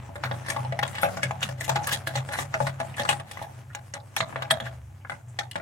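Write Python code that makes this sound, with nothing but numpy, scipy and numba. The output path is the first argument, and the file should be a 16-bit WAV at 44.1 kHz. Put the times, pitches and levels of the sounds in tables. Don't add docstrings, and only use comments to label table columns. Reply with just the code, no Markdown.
import sys
import numpy as np
from scipy import signal
from scipy.fft import rfft, irfft
from scipy.io import wavfile
from scipy.ndimage import uniform_filter1d
from numba import njit

SR = 44100
rng = np.random.default_rng(int(sys.argv[2]) if len(sys.argv) > 2 else 0)


def voltage_ratio(decibels):
    exponent = np.asarray(decibels, float) / 20
    return 10 ** exponent


def output_pcm(signal):
    pcm = np.clip(np.atleast_2d(signal).T, -1, 1) * 32767
    wavfile.write(sys.argv[1], SR, np.round(pcm).astype(np.int16))


N = 247665

# start_s, level_db
FRIDGE_LEVEL = [
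    (0.0, -43.5),
    (2.17, -42.5),
    (2.6, -42.5),
    (3.55, -47),
    (4.65, -48),
    (4.85, -45.5),
    (5.47, -50),
    (5.62, -46),
]
# peak_s, level_db, fade_ms_per_10db
SHUDDERS = [
    (0.02, -47, 911),
    (1.4, -45, 614),
    (2.601, -57, 402),
    (3.699, -51, 302),
    (4.82, -35.5, 163.5),
]
# freq_hz, density_db_per_hz
KITCHEN_SPECTRUM = [(20, -52.5), (37, -22), (130, 17.5), (172, -8.5), (399, -16), (1710, -53), (6720, -27),
                    (16000, -37.5)]
# peak_s, level_db, pitch_hz, fade_ms_per_10db
BOOMS = [(0.265, -32, 128, 140.5), (0.599, -33.5, 127.1, 203.5), (0.7, -29, 128.6, 45),
         (0.829, -32.5, 131, 56.5), (1.263, -30, 130.1, 50), (1.38, -38.5, 130.5, 196.5),
         (1.541, -32.5, 128.7, 19), (1.725, -28.5, 135.4, 64.5), (1.91, -40.5, 129.2, 209),
         (2.186, -25.5, 130, 46), (2.429, -38, 136.3, 50.5), (2.636, -26.5, 134.4, 77.5),
         (2.86, -47, 130.2, 145), (3.12, -36, 130.8, 68.5), (3.55, -42.5, 125.5, 299),
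         (4.22, -44.5, 133.8, 61.5), (4.35, -45, 127.4, 149.5), (4.53, -35, 133.3, 31.5),
         (4.64, -38.5, 128.3, 146), (5.28, -41.5, 126.9, 245)]
# time_s, level_db
EFFORT = [(0, -45), (0.12, -52.5), (0.44, -46.5), (0.62, -45), (0.83, -49.5), (1.2, -45), (1.5, -49.5),
          (1.8, -44), (2.2, -52), (2.39, -49.5), (2.55, -50), (3.15, -46), (3.3, -49.5), (4.02, -62),
          (4.36, -44.5), (4.71, -50), (4.85, -58.5), (5.62, -58.5)]

# freq_hz, level_db, t60_s
WALL_MODES = [(566, -33, 0.4), (572, -5.5, 0.2), (665, -5.5, 0.18), (736, -41, 0.32), (744, -23, 0.51),
              (828.2, -3, 0.17), (870, -5.5, 0.068), (975, -5.5, 0.045)]
# freq_hz, level_db, t60_s
RIM_MODES = [(1150, 5, 0.019), (1250, -6, 0.051), (1444, 3, 0.023), (1661, 5, 0.043), (1905, -5, 0.054),
             (2033, -1, 0.084), (2234, -1, 0.075), (2560, -1.5, 0.024), (2740, -19, 0.11),
             (3000, -48, .025), (3440, -31.5, 0.0043), (3620, 1, 0.0089), (4000, -41, 0.03),
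             (5410, -9, 0.0188)]
JAR_MODES = WALL_MODES + RIM_MODES
# freq_hz, level_db, t60_s
THUD_MODES = [(201.4, -40.5, 0.18), (261, -28, 0.073), (169.9, -29.5, 0.22), (350, -37, 0.15)]
# freq_hz, density_db_per_hz
CRACK_SPECTRUM = [(880, -31.5), (1500, 14.5), (2440, -9), (3350, -9.5), (5070, -20.5), (6500, -21),
                  (11000, -25.5), (16000, -34.5)]
# freq_hz, density_db_per_hz
RASP_SPECTRUM = [(88, -18), (150, -3), (398, -17.5), (555, -15), (837, -14), (1690, -16.5), (8730, -34),
                 (16000, -46.5)]
# freq_hz, left_minus_right_db
LEFT_GAIN = [(200, -1.5), (400, -4.5), (700, 7.5), (1300, -0.5), (2400, 2), (4400, -4), (8000, 8.5),
             (15000, 6.5)]

# start_s, peak_db, upper_mode_hz, upper_db, crack_db
FOOT_KNOCKS = [(0.091, -16, 1250, -39, -56), (0.156, -14.5, 1500, -8.5, -21), (0.484, -15.5, 1370, -8, -19),
               (1.231, -10, 2190, 5.5, -9), (1.43, -22, 3040, 16.5, -8.5), (1.489, -17.5, 1150, -4, -17.5),
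               (1.927, -8.5, 1550, -38, -23), (2.289, -16.5, 1648, -7, -23), (2.603, -2.5, 1196, -9, -35),
               (2.995, -12, 1190, -6, -16), (3.019, -19, 1228, -8, -13), (3.938, -19, 1596, -4.5, -18),
               (4.601, -12, 1675, -3.5, -20)]
# start_s, peak_db, upper_mode_hz, upper_db, crack_db
LOW_KNOCKS = [
    (2.541, -10.5, 1720, 5, -26),
    (4.205, -10.5, 1870, 2.5, -12.5),
    (4.509, -4, 1306, -4.5, -13),
]
# start_s, peak_db, upper_mode_hz, upper_db, crack_db
BELLY_KNOCKS = [
    (0.723, -12.5, 1720, -4.5, -22),
    (1.032, 1.5, 1540, -4, -31.5),
    (1.171, -14.5, 1660, -3, -16),
    (1.608, -19, 1870, -16, -11),
    (2.072, -15, 1582, 1.5, -14.5),
    (4.359, -16.5, 1730, 3, -20.5),
    (4.664, -28, 1723, 2.5, -28.5),
    (5.599, -17, 2286, -7.5, -32),
]
# start_s, peak_db, upper_mode_hz, upper_db, crack_db
SHOULDER_KNOCKS = [(0.237, -18, 1560, 10, -10.5), (0.312, -5, 1110, -8, -24.5),
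                   (0.563, -7.5, 1040, -3, -27), (0.648, -14.5, 1840, -16, -23),
                   (0.79, -8.5, 1500, -2.5, -19), (0.829, -11, 1080, -7, -32),
                   (1.309, -16.5, 1060, 6.5, -16.5), (1.68, -13.5, 2730, -6, -24),
                   (1.693, -7, 1444, -11, -18), (1.758, -7, 1315, -23, -12), (2.155, -9.5, 1870, -11, -15),
                   (2.334, -20, 1150, 3, -8), (2.387, -10, 1270, -2.5, -15), (2.668, -11, 1040, 3.5, -16),
                   (2.801, -9.5, 1660, -7, -23), (3.05, -17.5, 1000, 12.5, -13),
                   (3.09, -7, 1470, -4.5, -8.5), (3.127, -13.5, 1180, 1, -14.5),
                   (3.415, -13, 1033, -34, -47), (3.749, -20, 1975, 1.5, -11),
                   (4.165, -13, 3365, 11, -13.5), (5.556, -14.5, 1710, 3, -14)]
# start_s, peak_db, upper_mode_hz, upper_db, crack_db
ICE_TICKS = [(0.463, -40, 1150, 18, 0), (0.5, -25, 1790, -26, 2.5), (0.952, -24.5, 1640, -3, -7),
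             (0.983, -19.5, 1780, 3, -20), (0.878, -34.5, 3000, 8, 2), (1.407, -33, 1240, 4, -14),
             (1.843, -27, 4200, 11.5, -11), (1.871, -35, 1226, -7, 1), (2.276, -71, 1619, -10, -17),
             (2.967, -35, 1202, -22, -5), (2.981, -17, 1530, -1, -20), (3.198, -26.5, 1452, 3, -10.5),
             (3.312, -29, 1335, 0.5, -2.5), (3.372, -30, 1970, 9.5, -17), (3.392, -27, 1620, 3, -24),
             (3.732, -56, 1464, 10, 6), (3.964, -23.5, 1192, -20, -45), (4.326, -19.5, 1670, -5, -54),
             (4.422, -20.5, 1220, 10.5, -6), (5.049, -38, 1520, 13.5, -45), (5.097, -19, 1520, 5, -17),
             (5.12, -29, 1630, 13, -17), (5.389, -14, 2360, 1.5, -7), (5.512, -49, 2560, -10, 15)]
# time_s, treble_db
HARDNESS = [(0.237, -2), (0.312, -33), (0.47, 6), (0.5, 6), (0.563, -5), (0.648, -15), (0.79, 0),
            (0.829, -7.5), (0.96, -1), (1.032, 5), (1.171, -1), (1.309, -5), (1.43, 0.5), (1.608, 6),
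            (1.693, 9.5), (1.758, -12), (1.843, 4), (1.88, 7), (1.93, 9.5), (2.072, 6), (2.289, -1),
            (2.39, -8), (2.541, 3.5), (2.8, -2), (2.97, 3), (3.0, 1.5), (3.09, -1.5), (3.31, 6), (3.42, 5),
            (3.938, -1.5), (4.165, 7), (4.205, -7), (4.359, -13), (4.422, -8), (4.509, -5), (4.664, -4),
            (5.097, 3), (5.12, -3), (5.389, -4), (5.512, 1.5), (5.556, -5)]
# start_s, level_db, centre_hz, length_ms
SKIDS = [(0.146, -55, 8150, 22), (0.25, -45, 14000, 9.3), (0.488, -32, 8500, 21), (0.499, -30.5, 6500, 14),
         (0.829, -39, 12900, 3.9), (0.877, -34.5, 7850, 3.6), (0.968, -55, 9000, 8),
         (1.014, -29, 10400, 22), (1.165, -38, 6400, 16), (1.23, -32, 7900, 10), (1.406, -38, 6550, 5.8),
         (1.428, -19, 3080, 9.1), (1.428, -27.5, 3740, 8.7), (1.427, -29, 6100, 9.2),
         (1.604, -34, 7460, 3.5), (1.677, -37, 10500, 8), (1.829, -36, 6000, 29), (1.87, -25, 11800, 6),
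         (1.871, -21, 8170, 3.4), (1.926, -34, 8600, 20), (2.139, -50, 9700, 14), (2.157, -30, 6200, 8.9),
         (2.32, -38, 9850, 37), (2.385, -45, 9790, 33), (2.539, -31, 5600, 6.1), (2.666, -40, 8100, 8.5),
         (2.9, -45, 3410, 4.6), (2.963, -41, 8800, 10.2), (3.033, -32, 4970, 3.7), (3.09, -29, 8850, 17.3),
         (3.7, -42, 1647, 13), (3.749, -27.5, 6640, 4.1), (3.938, -24, 5790, 2.9), (3.939, -35, 7560, 8),
         (4, -48, 4000, 6.8), (4.164, -23.5, 10300, 4.4), (4.18, -32, 6900, 19), (4.203, -21.5, 2830, 7),
         (4.285, -52, 8140, 10), (4.386, -44, 3000, 5.1), (4.45, -36, 2304, 5.4), (4.509, -9, 3470, 2.9),
         (4.509, -21, 9100, 9.1), (5.008, -56, 2545, 20), (5.149, -50, 2580, 8.8), (5.281, -53.5, 7400, 27),
         (5.388, -34, 3695, 7.6), (5.389, -32.5, 5620, 12), (5.41, -35, 1520, 13), (5.512, -34, 9500, 3.5),
         (0.26, -46, 2000, 8), (0.63, -49, 3000, 5.1), (1.035, -36, 1510, 14), (1.05, -28, 2500, 12),
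         (1.065, -38, 2200, 8), (1.45, -34, 1290, 8.9), (1.635, -48, 1800, 8), (1.759, -26.5, 1100, 11),
         (1.762, -37, 1800, 6.9), (1.888, -38, 1490, 10), (1.945, -37, 1590, 16), (2.005, -41, 1500, 5.5),
         (2.215, -35.5, 1100, 5.4), (2.335, -44, 1150, 9), (2.35, -27, 1920, 6.7), (2.418, -32, 920, 8.3),
         (2.668, -28, 1880, 11), (2.94, -34, 2346, 10.2), (3.13, -37.5, 2180, 20), (3.425, -38, 3580, 4.9),
         (4.165, -24, 900, 6.8), (4.205, -29, 1846, 11), (4.385, -36, 1665, 7.2), (4.422, -34.5, 1150, 9.3),
         (4.665, -27, 1647, 8.9), (5.115, -39, 1125, 16), (5.565, -33, 2520, 4.4), (5.59, -38, 1488, 8.8)]
# start_s, peak_db, pitch_hz
BUMPS = [(0.2, -39.5, 322), (0.243, -33, 228), (1.444, -29, 210), (1.757, -30, 366), (2.068, -34.5, 320),
         (2.601, -30, 242), (2.8, -33, 252), (2.993, -28.5, 243), (3.086, -35, 234), (4.326, -42, 325),
         (4.518, -28.5, 240), (4.615, -31, 225), (1.036, -22, 540), (2.543, -17.5, 665), (2.606, -33, 570),
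         (3.052, -30, 830), (4.216, -25, 657), (4.522, -16, 658)]
# peak_s, peak_db, fall_ms, dullness_db
STROKES = [(0.251, -35.5, 23, 2), (0.5, -33.5, 50, -2), (0.831, -14, 4.5, -7), (0.971, -33.5, 41, -6.5),
           (1.036, -31.5, 35, 5), (1.236, -30.5, 20, -17), (1.431, -24, 22, -10.5),
           (1.621, -36.5, 42, -6.5), (1.698, -30, 9.6, 3), (1.762, -25.5, 13.5, -0.5),
           (1.881, -32.5, 20, 1.5), (1.929, -25.5, 20.3, -4), (2.078, -26.5, 15, -19),
           (2.162, -30.5, 31.6, -6), (2.34, -34.5, 39.4, 3.5), (2.393, -30.5, 29.5, -17),
           (2.544, -38.5, 15.4, 8), (2.621, -26.5, 8.2, -4), (2.673, -31, 25.7, -8), (2.801, -36.5, 18, -1),
           (2.992, -21, 19.6, -11), (3.095, -16, 18, -11.5), (3.324, -45, 72, -5), (3.427, -37.5, 27, -9),
           (3.756, -57.5, 31, 14), (3.951, -39, 20, 3), (4.174, -23, 10.7, -15), (4.427, -46, 23, 6.5),
           (4.509, -13.5, 6.8, -4.5), (4.664, -31.5, 21, -7)]

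FOOT_HZ, LOW_HZ, BELLY_HZ, SHOULDER_HZ, ICE_HZ = 542, 680, 665, 870, 846
WALL_TOP_HZ, HARD_SPLIT_HZ = 1000, 6600
PUSH_DELAY = 40
PORT_SIGNS = np.array([[1], [-1]])


def level(x, db):
    return x * voltage_ratio(db) / np.sqrt(np.mean(x ** 2))


def along(table, hz):
    table_hz, value = np.transpose(table)
    return np.interp(np.log(hz + 1), np.log(table_hz), value)


def curve(table):
    time_s, value = np.transpose(table)
    return np.interp(np.arange(N) / SR, time_s, value)


def colour(x, table, lo_hz=1, hi_hz=22000):
    hz = np.fft.rfftfreq(x.shape[-1], 1 / SR) + 1
    edges = 1 / np.sqrt((1 + (lo_hz / hz) ** 8) * (1 + (hz / hi_hz) ** 8))
    return irfft(rfft(x) * voltage_ratio(along(table, hz)) * edges, x.shape[-1])


def walk(rate_hz):
    hold = int(SR / rate_hz)
    steps = np.repeat(rng.standard_normal(N // hold + 1), hold)
    return 1.3 * uniform_filter1d(uniform_filter1d(steps, hold), hold)[:N]


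def fine(coarse):
    return np.repeat(coarse, 32)[:N]


def swells(peak_s, db, fade_ms, rise_ms):
    late_ms = 1000 * (np.arange(0, N, 32) / SR - peak_s[:, None])
    pace_ms = np.where(late_ms < 0, rise_ms, np.maximum(fade_ms[:, None], 10))
    return voltage_ratio(db[:, None] - 10 * np.abs(late_ms) / pace_ms)


def tone(hz):
    return np.sin(2 * np.pi * np.cumsum(hz) / SR)


def train(where, rows):
    return np.bincount(where, rows.ravel(), minlength=N)[:N]


def grit(rate_hz, spread_db):
    hits = rng.random(N) < rate_hz / SR
    size_db = np.minimum(spread_db * rng.exponential(size=N), 14)
    return hits * voltage_ratio(size_db) * rng.standard_normal(N)


@njit
def ring(push, hz, t60):
    out, z = np.empty(len(push)), 0j
    fade = np.exp(-np.log(1000) / (t60 * SR))
    for i in range(len(push)):
        angle = 2 * np.pi * hz[i] / SR
        z = z * fade * complex(np.cos(angle), np.sin(angle)) + push[i]
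        out[i] = z.imag
    return out


def fridge():
    hum_db = curve(FRIDGE_LEVEL)
    hum = tone(97.5 * (1 + 0.00727 * walk(5.96))) * voltage_ratio(hum_db + 0.5)
    shudder = fine(np.sum(swells(*np.transpose(SHUDDERS), 160), axis=0)) + voltage_ratio(hum_db - 12.5)
    undertone = tone(72.5 * (1 + 0.025 * walk(5.56))) * shudder * voltage_ratio(-7.0 + 1.4 * walk(7.24))
    return hum + undertone


def kitchen():
    mid, side = rng.standard_normal((2, N))
    side = colour(side, [(30, 17), (100, -31.5), (300, -30.0), (2000, -67)])
    air = colour(mid + side * PORT_SIGNS, KITCHEN_SPECTRUM)
    treble = colour(air, [(20, 0.0042), (20000, 0.0037)], 203)
    return air * voltage_ratio(-62.5 + 0.39 * walk(2.9)) / np.sqrt(np.mean(treble ** 2))


def table():
    peak_s, db, pitch_hz, fade_ms = np.transpose(BOOMS)
    each = swells(peak_s, db, fade_ms, 25.6) + 1e-12
    hz = fine(pitch_hz @ each / np.sum(each, axis=0))
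    size = fine(np.max(each, axis=0)) + voltage_ratio(curve(EFFORT) - 4.5)
    boom = tone(hz * (1 + .025 * walk(14))) * size * voltage_ratio(3 + 1.0 * walk(30))
    drone_s, drone_fade_ms = 1.3, 380
    late_ms = 1000 * (np.arange(N) / SR - drone_s)
    drone_db = -47 - 10 * (late_ms / drone_fade_ms) ** 2
    boom += tone(178 * (1 + .04 * walk(6))) * voltage_ratio(drone_db + 5 * walk(12))
    return boom * voltage_ratio(.5 * PORT_SIGNS)


def slosh(rasp_db, hiss_db):
    grains = level(grit(1500, 3.5), 0)
    gaps_db = 2.8 * walk(22)
    rasp = colour(0.85 * grains + rng.standard_normal((2, N)), RASP_SPECTRUM, 100, 3440)
    hiss = colour(grains + 2.3 * rng.standard_normal((2, N)), RASP_SPECTRUM, 6030)
    return level(rasp, 0) * voltage_ratio(rasp_db + gaps_db), level(hiss, -0.7) * voltage_ratio(hiss_db + 2.2 * gaps_db)


def knocks():
    groups = ((FOOT_KNOCKS, FOOT_HZ), (LOW_KNOCKS, LOW_HZ), (BELLY_KNOCKS, BELLY_HZ),
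              (SHOULDER_KNOCKS, SHOULDER_HZ), (ICE_TICKS, ICE_HZ))
    return np.transpose(sorted(row + (hz,) for rows, hz in groups for row in rows))


def chatter(age_s, count):
    luck = rng.random((count, 3, len(age_s)))
    fade_s = (0.0072 * voltage_ratio(0.45 * (luck[:, 2, 0] + 1.0)))[:, None]
    contacts = ((luck[:, 0] < .07) * 1.3 + 0.092) * (luck[:, 1] - .5) * np.exp(-age_s / fade_s)
    contacts[:, PUSH_DELAY] = 1.5
    contacts[:, :PUSH_DELAY] = 0
    return contacts / np.sqrt(np.sum(contacts ** 2, axis=1, keepdims=True))


def cushion_push(contacts, corner_hz):
    axis_hz = np.fft.rfftfreq(contacts.shape[1], 1 / SR)
    return irfft(rfft(contacts) / (1 + (axis_hz / corner_hz) ** 4))


def glass(events, where, age_s, soft, firm, rasp_db, dull):
    _, peak_db, upper_hz, upper_db, _, wall_hz = events
    place = rng.standard_normal((len(peak_db), len(JAR_MODES) + 1, 2))
    drag = level(grit(2000, 2.5), 0) * voltage_ratio(3 * walk(60))
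    flutter = voltage_ratio(2.5 * walk(35))
    sway = 1 + 0.007 * walk(14)
    shiver = np.resize(flutter[::6], N) ** 2
    out = np.zeros((2, N))
    for k, (hz, db, t60) in enumerate(JAR_MODES):
        if hz < WALL_TOP_HZ:
            size_db = -13 - np.minimum(25 * np.abs(np.log2(hz / wall_hz)), 8)
            rub = voltage_ratio(db + rasp_db - 35) + voltage_ratio(db - 38.5) * dull
            push, t60_top, brush = soft, 1, flutter
        else:
            size_db = upper_db - 15.5 - np.minimum(9 * np.abs(np.log2(hz / upper_hz)), 20)
            rub = voltage_ratio(db - 32.5) * dull
            push, t60_top, brush = firm, .028, shiver
        size = voltage_ratio(db + peak_db + size_db + 2.5 * place[:, k, 0])
        turn = place[:, k, 1] * np.interp(np.log(hz), np.log([600, 1500, 4000]), [.8, 1.7, 1.7])
        mode_hz = hz * np.roll(sway, 9000 * k)
        mode_gain = np.roll(brush, 7000 * k)
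        for channel, sign in enumerate((.5, -.5)):
            blows = (size * np.exp(1j * sign * turn))[:, None] * push
            force = train(where, blows.real) + 1j * train(where, blows.imag) + rub * drag
            out[channel] += ring(force, mode_hz, np.clip(t60, .004, t60_top)) * mode_gain
    note_fade = voltage_ratio(-60 * age_s * upper_hz[:, None] / 28)
    for channel, sign in enumerate((.5, -.5)):
        phase = 2 * np.pi * upper_hz[:, None] * age_s + sign * 4.9 * place[:, -1, :1]
        answer = irfft(rfft(firm) * rfft(np.sin(phase) * note_fade))
        out[channel] += train(where, voltage_ratio(peak_db + upper_db - 13.5)[:, None] * answer)
    return out, sway


def crack_noise(events, where, age_s, contacts, strokes):
    _, peak_db, _, _, crack_db, _ = events
    puff_size = voltage_ratio(peak_db + crack_db + 9.5)[:, None]
    puffs = train(where, puff_size * np.abs(contacts) * np.exp(-age_s / 0.0059))
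    puffs = signal.lfilter([1], [1, -np.exp(-1 / (0.00051 * SR))], puffs)
    splinters = level(grit(6000, 2.5), 0) * voltage_ratio(3.5 * walk(70))
    shared = puffs * rng.standard_normal(N) + splinters * strokes * voltage_ratio(-6.5)
    apart = shared * rng.standard_normal((2, N))
    crack = colour(shared, CRACK_SPECTRUM, 5100) + 0.9 * colour(apart, CRACK_SPECTRUM, 3550)
    return crack + 1.1 * colour(apart, CRACK_SPECTRUM, 2076, 6600)


def steel(x, t60):
    t = np.arange(1024) / SR
    tail = rfft(rng.standard_normal(len(t)) * voltage_ratio(-60 * t / t60))
    tail = irfft(tail / np.sqrt(uniform_filter1d(np.abs(tail) ** 2, size=13)))
    return signal.fftconvolve(x, tail[None] / np.sqrt(np.sum(tail ** 2)), axes=1)[:, :N]


def cushioned(x):
    top = colour(x, [(20, 0), (20000, 0)], HARD_SPLIT_HZ)
    return x + top * (voltage_ratio(curve(HARDNESS)) - 1)


def patchy(x, depth_db, rate_hz):
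    spectrum, octave = rfft(x), np.log2(np.fft.rfftfreq(N, 1 / SR) + 1)
    out = 0
    for mid in np.arange(10.75, 14.2, .25):
        band = np.clip(1 - 4 * np.abs(octave - mid), 0, 1)
        out = out + irfft(spectrum * band, N) * voltage_ratio(depth_db * walk(rate_hz))
    return out


def thud(peak_db, where, soft, sway):
    blows = train(where, voltage_ratio(0.58 * peak_db - 5.5)[:, None] * soft)
    force = blows * np.exp(.4j * PORT_SIGNS)
    out = np.zeros((2, N))
    for hz, db, t60 in THUD_MODES:
        out += voltage_ratio(db) * np.array([ring(f, hz * sway, max(t60, .004)) for f in force])
    return out


def stroke_envelopes():
    peak_s, peak_db, fall_ms, dull_db = (c[:, None] for c in np.transpose(STROKES))
    late_ms = 1000 * (np.arange(0, N, 32) / SR - peak_s)
    rise_share = np.where(late_ms < 0, 0.75, 1)
    bells = voltage_ratio(peak_db) * np.exp(-(late_ms / rise_share / np.maximum(fall_ms, 3)) ** 2)
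    return [fine(np.sum(b, axis=0)) for b in (bells, bells * voltage_ratio(dull_db))]


def jar():
    events = knocks()
    start_s, peak_db, upper_hz = events[:3]
    age_s = np.arange(2048) / SR
    contacts = chatter(age_s, len(start_s))
    soft = cushion_push(contacts, 1500)
    firm = cushion_push(contacts, 2 * upper_hz[:, None])
    first = np.round(start_s * SR).astype(int)[:, None] - PUSH_DELAY
    where = np.maximum(first + np.arange(len(age_s)), 0).ravel()
    rasp_db = curve(EFFORT)
    strokes, dull = stroke_envelopes()
    out, sway = glass(events, where, age_s, soft, firm, rasp_db, dull)
    crack = crack_noise(events, where, age_s, contacts, strokes)
    linger = 0.074 * SR
    swirl = signal.lfilter([1 / linger], [1, -np.exp(-1 / linger)], strokes)
    hiss_db = 20 * np.log10(voltage_ratio(-62.5 + 0.85 * (rasp_db + 48.5)) + voltage_ratio(-29.5) * swirl)
    rasp, hiss = slosh(rasp_db, hiss_db)
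    treble = patchy(cushioned(steel(crack, .03)) * voltage_ratio(11) + hiss, 3.5, 30)
    out = signal.sosfilt(signal.butter(6, 505, "highpass", fs=SR, output="sos"), out)
    out[1] = np.roll(out[1], 7)
    return out + thud(peak_db, where, soft, sway) + treble + rasp


def room(x):
    t = np.arange(int(.6 * SR)) / SR
    low, high = rng.standard_normal((2, 2, len(t)))
    low_t60_s, high_t60_s = 0.24, 0.15
    low = colour(low, [(20, 0.0072), (20000, 0.0075)], 0.79, 1535) * voltage_ratio(-60 * t / low_t60_s)
    high = colour(high, [(20, 0.00059), (20000, 0.0038)], 1400, 10400) * voltage_ratio(-60 * t / high_t60_s)
    tail = (low + high) * np.clip((t - .004) / 0.012, 0, 1)
    tail = tail * voltage_ratio(-11.5) / np.sqrt(np.sum(tail ** 2, axis=1, keepdims=True))
    return signal.fftconvolve(x[None], tail, axes=1)[:, :N]


def skids():
    start_s, db, hz, length_ms = (c[:, None] for c in np.transpose(SKIDS))
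    age_ms = 1000 * np.arange(4096) / SR
    luck = rng.standard_normal((len(start_s), 4, len(age_ms)))
    length_ms = np.maximum(length_ms, 2)
    shape = (1 - np.exp(-age_ms / (0.18 * length_ms))) * np.exp(-age_ms / length_ms)
    grains = luck[:, 0] * luck[:, 1] ** 2
    width_octaves = 0.33
    axis_hz = np.fft.rfftfreq(len(age_ms), 1 / SR) + 1
    band = np.exp(-(np.log2(axis_hz / hz) / width_octaves) ** 2)
    band = band * uniform_filter1d(luck[:, 1, :band.shape[1]], size=11, axis=1)
    where = (np.round(start_s * SR).astype(int) + np.arange(len(age_ms))).ravel()
    out = []
    for channel, sign in enumerate((.5, -.5)):
        rows = irfft(rfft(grains + 0.74 * 2.3 * luck[:, 2 + channel]) * band)
        gain = voltage_ratio(db - 1.5 + sign * along(LEFT_GAIN, hz))
        rows = rows / np.std(rows, axis=1, keepdims=True) * shape * gain
        out.append(train(where, rows))
    return np.array(out)


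def bumps():
    start_s, db, hz = (c[:, None] for c in np.transpose(BUMPS))
    t60_s, rise_ms, sag_per_s = 0.12, 7.8, 0.74
    age_s = np.arange(8192) / SR
    shape = voltage_ratio(db - 60 * age_s / t60_s) * (1 - np.exp(-1000 * age_s / rise_ms))
    phase = 2 * np.pi * hz * age_s * (1 - sag_per_s * age_s)
    where = (np.round(start_s * SR).astype(int) + np.arange(len(age_s))).ravel()
    turn = rng.random((len(start_s), 1))
    return np.array([train(where, shape * np.sin(phase + sign * turn)) for sign in (.7, -.7)])


def scene():
    left, right = jar()
    wet = room((left + right) / 2)
    left = colour(left, [(hz, db / 2) for hz, db in LEFT_GAIN])
    right = colour(right, [(hz, -db / 2) for hz, db in LEFT_GAIN])
    near = np.array([left, right]) + table() + fridge() + kitchen() + skids() + bumps()
    return near + wet * (.4 + .9 * np.array([walk(280), walk(280)]))


def roll_off(x):
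    return signal.sosfilt(signal.butter(12, 16820, fs=SR, output="sos"), x)


def record(dry):
    top = signal.ellip(8, .2, 60, 16000, fs=SR, output="sos")
    limited = dry / (1 + (dry / .92) ** 6) ** (1 / 6)
    return roll_off(signal.sosfilt(top, limited))


dry = scene()
out = record(dry)
output_pcm(out)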